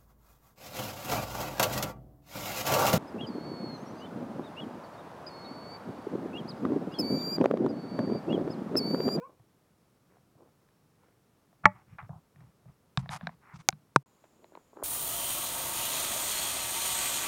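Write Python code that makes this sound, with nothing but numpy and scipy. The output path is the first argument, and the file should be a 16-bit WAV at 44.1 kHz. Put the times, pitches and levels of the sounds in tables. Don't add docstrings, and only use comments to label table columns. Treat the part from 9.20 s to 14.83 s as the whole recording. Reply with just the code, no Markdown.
import sys
import numpy as np
from scipy import signal
from scipy.fft import rfft, irfft, next_fast_len
from scipy.io import wavfile
from scipy.ndimage import uniform_filter1d, minimum_filter1d

SR = 44100
rng = np.random.default_rng(int(sys.argv[2]) if len(sys.argv) > 2 else 0)


def transcribe(signal):
    frames = np.atleast_2d(signal).T
    limited = np.clip(frames, -1, 1)
    pcm = np.round(limited * 32767).astype(np.int16)
    wavfile.write(sys.argv[1], SR, pcm)


N = 248496
TIME = np.arange(N) / SR


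def from_db(db):
    return 10 ** (np.asarray(db) / 20)


def rms_one(x):
    return x / np.sqrt(np.mean(x ** 2) + 1e-20)


def decay(t, t60):
    return np.exp(-np.log(1000) * t / t60)


def butter(x, hz, kind="low", order=2):
    sections = signal.butter(order, np.clip(hz, 10, .45 * SR), kind, fs=SR, output="sos")
    return signal.sosfilt(sections, x + 1e-18)


def add(out, start_s, sound):
    start = max(round(start_s * SR), 0)
    part = out[start:start + len(sound)]
    part += sound[:len(part)]


def coloured(x, spectrum):
    hz, db = np.transpose(spectrum)
    size = next_fast_len(N, True)
    bins = np.maximum(np.fft.rfftfreq(size, 1 / SR), 1)
    gains = from_db(np.interp(np.log(bins), np.log(hz), db))
    return rms_one(irfft(rfft(x, size) * gains, size)[:N])


def ring(modes):
    t = TIME[:round(2 * SR * max(t60 for _, _, t60 in modes))]
    return sum((-1) ** k * from_db(db) * np.sin(2 * np.pi * hz * t) * decay(t, t60)
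               for k, (hz, db, t60) in enumerate(modes))


def taps(events, modes, spread_db, low_hz, detune_octaves=.06):
    out = np.zeros(N)
    for start, db, bright_hz in events:
        draws = rng.standard_normal((len(modes), 2))
        tap = ring([(hz * 2 ** (detune_octaves * shift), level + spread_db * share, t60)
                    for (hz, level, t60), (share, shift) in zip(modes, draws)])
        tap = butter(tap, bright_hz, order=3)
        tap = butter(tap, low_hz, "high", order=3)
        add(out, start, from_db(db) * tap / np.abs(tap).max())
    return out


def stroke(start, length, peak_share, swell_db=9, edge_share=.065):
    span = slice(*np.searchsorted(TIME, [start - length / 2, start + length + length / 2]))
    progress = (TIME[span] - start) / length
    contact = .5 + .5 * np.tanh(np.minimum(progress, 1 - progress) / edge_share)
    slowness = np.interp(progress, [0, peak_share, 1], [1, 0, 1])
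    return span, contact * from_db(-swell_db * slowness)


def friction(strokes, colour, slips_per_s, size_db):
    slips = (rng.random(N) < slips_per_s / SR) * rng.choice([-1, 1], N)
    sizes = from_db(size_db * np.minimum(rng.exponential(1, N), 4))
    grain = coloured(slips * sizes, colour)
    out = np.zeros(N)
    for start, length, db, peak_share, low_hz, high_hz in strokes:
        span, gain = stroke(start, length, peak_share)
        rasp = butter(grain[span], low_hz, "high", order=3)
        rasp = butter(rasp, high_hz, order=5)
        out[span] += from_db(db) * gain * rms_one(rasp)
    return out


# (frequency [Hz], relative level [dB])
YARD_AIR = [(20, -18.5), (45, -12.5), (80, -5), (140, 0), (230, -5.5), (400, -8.5), (750, -15),
            (1200, -16.5), (1700, -22.5), (3000, -27), (6000, -29), (16000, -32)]
WOOD_AIR = [(15, -36), (25, -8.5), (161, 1.5), (394, -2.5), (911, -7.5), (1040, -6), (1560, -15),
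            (5280, -22), (6920, -22.5), (8360, -23.5), (16000, -26)]
# (frequency [Hz], bandwidth [Hz], rms level [dB])
YARD_INSECTS = [(5500, 70, -94.5), (11050, 400, -95)]
WOOD_INSECTS = [(6850, 340, -82.5), (7370, 420, -85)]


def ambience(spectrum, insects, air_db):
    out = from_db(air_db) * coloured(rng.standard_normal(N), spectrum)
    for hz, width, db in insects:
        buzz = butter(rng.standard_normal(N), [hz - width / 2, hz + width / 2], "band")
        out += from_db(db) * rms_one(buzz)
    return out


def yard_echo(x, wet_db, t60, band_hz, rise_s=.018):
    t = TIME[:SR]
    scatter = butter(rng.standard_normal(SR), band_hz, "band", order=3)
    tail = scatter * decay(t, t60) * np.minimum(t / rise_s, 1)
    return from_db(wet_db) * signal.fftconvolve(x, tail / np.sqrt(np.sum(tail ** 2)))[:N]


# (frequency [Hz], bandwidth [Hz], level [dB])
THROAT_RESONANCES = [(475, 130, -44.5), (1070, 230, -44), (1490, 140, -57), (2400, 600, -68)]


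def animal_call(start_hz=450, rise_hz_per_s=1850, hold_s=.058, release_s=.025):
    t = TIME[TIME < hold_s + release_s]
    harmonic_hz = np.outer(np.arange(1, 6), start_hz + rise_hz_per_s * t)
    phases = 2 * np.pi * np.cumsum(harmonic_hz, axis=1) / SR
    gains = sum(from_db(db) / (1 + (2 * (harmonic_hz - hz) / width) ** 2) ** 2
                for hz, width, db in THROAT_RESONANCES)
    effort = np.interp(t, [hold_s, hold_s + release_s], [1, 0])
    out = np.zeros(N)
    add(out, 0, effort * np.sum(gains * np.sin(phases), axis=0))
    return out


# (time [s], length [s], level [dB], treble cutoff [Hz])
WASH_AND_SCUFFS = [(.06, .1, -61, 1100), (.88, .12, -66, 2500), (1.155, .15, -59.5, 1100),
                   (1.78, .17, -68.5, 3200), (5.037, .025, -60, 5000), (5.16, .16, -65, 700),
                   (5.32, .1, -58.5, 1700), (5.53, .19, -50.5, 1350)]
# (frequency [Hz], relative level [dB])
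GRAIN_COLOUR = [(120, -6), (250, 4.5), (420, 6), (900, -4), (1400, -2.5), (2200, -9.5), (4000, -22.5),
                (9000, -12), (15000, -28)]
# (time [s], peak level [dB], treble cutoff [Hz])
TWIG_CRACKS = [(1.206, -51, 600), (1.835, -54, 2500), (5.04, -46.5, 3000), (5.2435, -41.5, 4540),
               (5.3203, -45, 796), (5.3523, -36.5, 2450), (5.3732, -38, 1410), (5.531, -45, 900),
               (5.5705, -36, 1500), (5.598, -40.5, 1000), (5.6255, -25, 1100)]
# (frequency [Hz], relative level [dB], t60 [s])
TWIG_MODES = [(383, -6, 0.019), (605, -3.5, 0.017), (952, -2.5, 0.016), (1420, -8.5, .008),
              (2220, -6, 0.0039), (4100, -7.5, 0.0097)]


def call_wash_and_steps(peak_share=.35, low_hz=230):
    strokes = [(start, length, db, peak_share, low_hz, high_hz)
               for start, length, db, high_hz in WASH_AND_SCUFFS]
    swells = friction(strokes, GRAIN_COLOUR, slips_per_s=700, size_db=3.5)
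    return swells + taps(TWIG_CRACKS, TWIG_MODES, spread_db=2.5, low_hz=170)


# (time [s], length [s], rasp level [dB],
# fastest point [share of length], bass cutoff [Hz], treble cutoff [Hz], shudder level [dB])
RUBS = [(2.436, .016, -41, .4, 950, 1800, -50), (2.54, .095, -59, .2, 750, 2500, -59),
        (2.67, .1, -67, .7, 1500, 2600, -52), (2.784, .036, -42.5, .05, 1100, 2280, -53),
        (2.82, .05, -58, .2, 800, 2400, -52), (2.892, .1, -56, .15, 420, 1150, -45),
        (3.15, .17, -69, .4, 500, 3000, -55), (3.47, .06, -67, .3, 400, 2500, -54),
        (3.783, .035, -49.5, .3, 700, 10500, -52), (3.82, .075, -61.5, .1, 700, 5000, -45),
        (3.902, .073, -37.5, .42, 680, 11000, -45), (3.98, .17, -59, .3, 620, 4500, -58),
        (4.22, .16, -55, .88, 1170, 2200, -73), (4.337, .04, -58, .7, 1700, 8000, -41.5),
        (4.388, .034, -55.5, .45, 1100, 8800, -50)]
# (frequency [Hz], relative level [dB])
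RUB_COLOUR = [(300, -15), (500, -11), (740, 4.5), (1200, 0), (1700, -8), (2200, -7.5), (2900, -15),
              (3800, -16.5), (5500, -15.5), (8000, -20.5), (11000, -21), (15000, -21)]


def gear_rubs(shudder_low_hz=125, shudder_high_hz=165):
    out = friction([row[:-1] for row in RUBS], RUB_COLOUR, slips_per_s=3500, size_db=3.0)
    shudder = butter(rng.standard_normal(N), shudder_low_hz, "high")
    shudder = butter(shudder, shudder_high_hz, order=8)
    for start, length, _, peak_share, _, _, db in RUBS:
        span, gain = stroke(start, length, peak_share)
        out[span] += from_db(db) * gain * rms_one(shudder[span])
    return out


# (time [s], tick level [dB], tick treble cutoff [Hz], thud level [dB], thud pitch [Hz])
BUMPS = [(.197, -57, 900, -54, 112), (.968, -53.5, 600, -68, 130), (1.153, -60, 700, -55, 120),
         (1.488, -57.5, 3000, -70, 130), (2.328, -58, 890, -68, 130), (2.441, -38.5, 1300, -36, 142),
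         (2.785, -39.5, 1900, -58, 140), (2.827, -46, 1800, -40, 106), (2.893, -41, 690, -41, 135),
         (3.1595, -52, 2160, -52, 138), (3.206, -53, 2380, -62, 135), (3.456, -55, 590, -46.5, 125),
         (3.7738, -16, 8900, -21.5, 133), (3.859, -40, 1400, -54, 135), (3.8918, -28, 4000, -36, 140),
         (4.0104, -36, 1950, -48, 142), (4.029, -50, 2000, -34, 168), (4.0707, -21, 3500, -36.5, 165),
         (4.092, -36, 1400, -46, 170), (4.5265, -37, 3200, -41, 150)]
# (frequency [Hz], relative level [dB], t60 [s])
CASE_MODES = [(690, -6, .024), (1100, -6, 0.017), (1750, -2, 0.013), (2380, -6, .01), (3750, -1, .008),
              (5300, -7, .004), (7600, -11, .003), (14020, -24, .002)]


def case_ticks():
    return taps([row[:3] for row in BUMPS], CASE_MODES, spread_db=2.0, low_hz=560)


# (frequency [multiple of thud pitch], relative level [dB], t60 [s])
HOUSING_MODES = [(1, 3.5, 0.13), (1.35, -6, .14), (.62, -9.5, .06)]


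def housing_thuds(rise_s=.0045, rumble_db=-18, rumble_t60=.26, rumble_band_hz=(50, 191)):
    thuds, rumble_gain = np.zeros(N), np.zeros(N)
    for start, _, _, db, hz in BUMPS:
        swing = ring([(hz * multiple, level, t60) for multiple, level, t60 in HOUSING_MODES])
        t = TIME[:len(swing)]
        swell = 1 - np.exp(-(t / rise_s) ** 2)
        thud = swell * swing
        add(thuds, start, from_db(db) * thud / np.abs(thud).max())
        add(rumble_gain, start, from_db(db + rumble_db) * swell * decay(t, rumble_t60))
    rumble = rms_one(butter(rng.standard_normal(N), rumble_band_hz, "band", order=4))
    return thuds + rumble_gain * rumble


# (frequency [Hz], relative level [dB], t60 [s])
CLACK_MODES = [(107, -27, .13), (189, -22, .125), (425, -12.5, .011), (598, -24, .11), (862, -11.5, .074),
               (928, -14.5, .04), (1127, -6.5, .034), (1344, -1.5, 0.019), (1747, -6.5, .024),
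               (1940, -7.5, .025), (2226, -6, .022), (2570, -30, .035), (2918, -26.5, .022),
               (4480, -26, .009)]
SNAP_MODES = [(133, -30.5, 0.0448), (362, -24.5, 0.0166), (780, -14.5, 0.023), (1460, -15, 0.0107),
              (2200, -11.5, 0.0083), (3813, -9.5, 0.0042), (4649, -8.5, 0.0048), (6395, 0.5, 0.0024),
              (7998, -28.5, 0.0073), (9700, -31, 0.003), (15417, -23, 0.0028)]
KNOCK_MODES = [(136, -18, 0.079), (336, -3.5, 0.0076), (560, -21.5, 0.016), (903, -9.5, 0.0215),
               (1071.5, 4, 0.006), (1501, -2, 0.0085), (2435, -16.5, 0.0088), (3854, -21, 0.0077),
               (5640, -15, 0.0028), (8650, -22, 0.004)]


def gear_blow(modes, start_s, gain_db, bright_hz, chatter_db):
    swing = ring(modes)
    swing_power = uniform_filter1d(swing ** 2, size=32) / np.mean(swing[:128] ** 2)
    chatter = rms_one(butter(rng.standard_normal(len(swing)), [2800, 7500], "band")) * swing_power
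    blow = butter(swing + from_db(chatter_db) * chatter, bright_hz, order=4)
    out = np.zeros(N)
    add(out, start_s, from_db(gain_db) * blow)
    return out


def scene(yard_end_s=4.828, wood_start_s=4.860):
    clack = gear_blow(CLACK_MODES, start_s=2.4552, gain_db=.5, bright_hz=7800, chatter_db=-34)
    snap = gear_blow(SNAP_MODES, start_s=4.488, gain_db=0, bright_hz=18000, chatter_db=-30)
    rebound = gear_blow(SNAP_MODES, start_s=4.505, gain_db=-41, bright_hz=18000, chatter_db=-25)
    knock = gear_blow(KNOCK_MODES, start_s=4.761, gain_db=0, bright_hz=9800, chatter_db=-36)
    gear = clack + snap + rebound + knock + case_ticks() + housing_thuds() + gear_rubs()
    wash_and_steps = call_wash_and_steps()
    animal = animal_call()
    echoes = yard_echo(clack, wet_db=-46, t60=.26, band_hz=(700, 2700))
    echoes += yard_echo(animal, wet_db=-21, t60=.22, band_hz=(350, 2630))
    yard = gear + animal + echoes + wash_and_steps + ambience(YARD_AIR, YARD_INSECTS, air_db=-67.4)
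    wood = wash_and_steps + ambience(WOOD_AIR, WOOD_INSECTS, air_db=-67.5)
    return (yard * (TIME < yard_end_s) + wood * (TIME > wood_start_s))[None]


def record(dry, low_hz=25, top_hz=17300):
    heard = butter(dry, low_hz, "high", order=1)
    limiter_gain = minimum_filter1d(1 / np.maximum(np.abs(heard), 1), size=15)
    limited = heard * uniform_filter1d(limiter_gain, size=15)
    return signal.sosfilt(signal.cheby2(16, 70, top_hz, fs=SR, output="sos"), limited)


dry = scene()
out = record(dry)
transcribe(out)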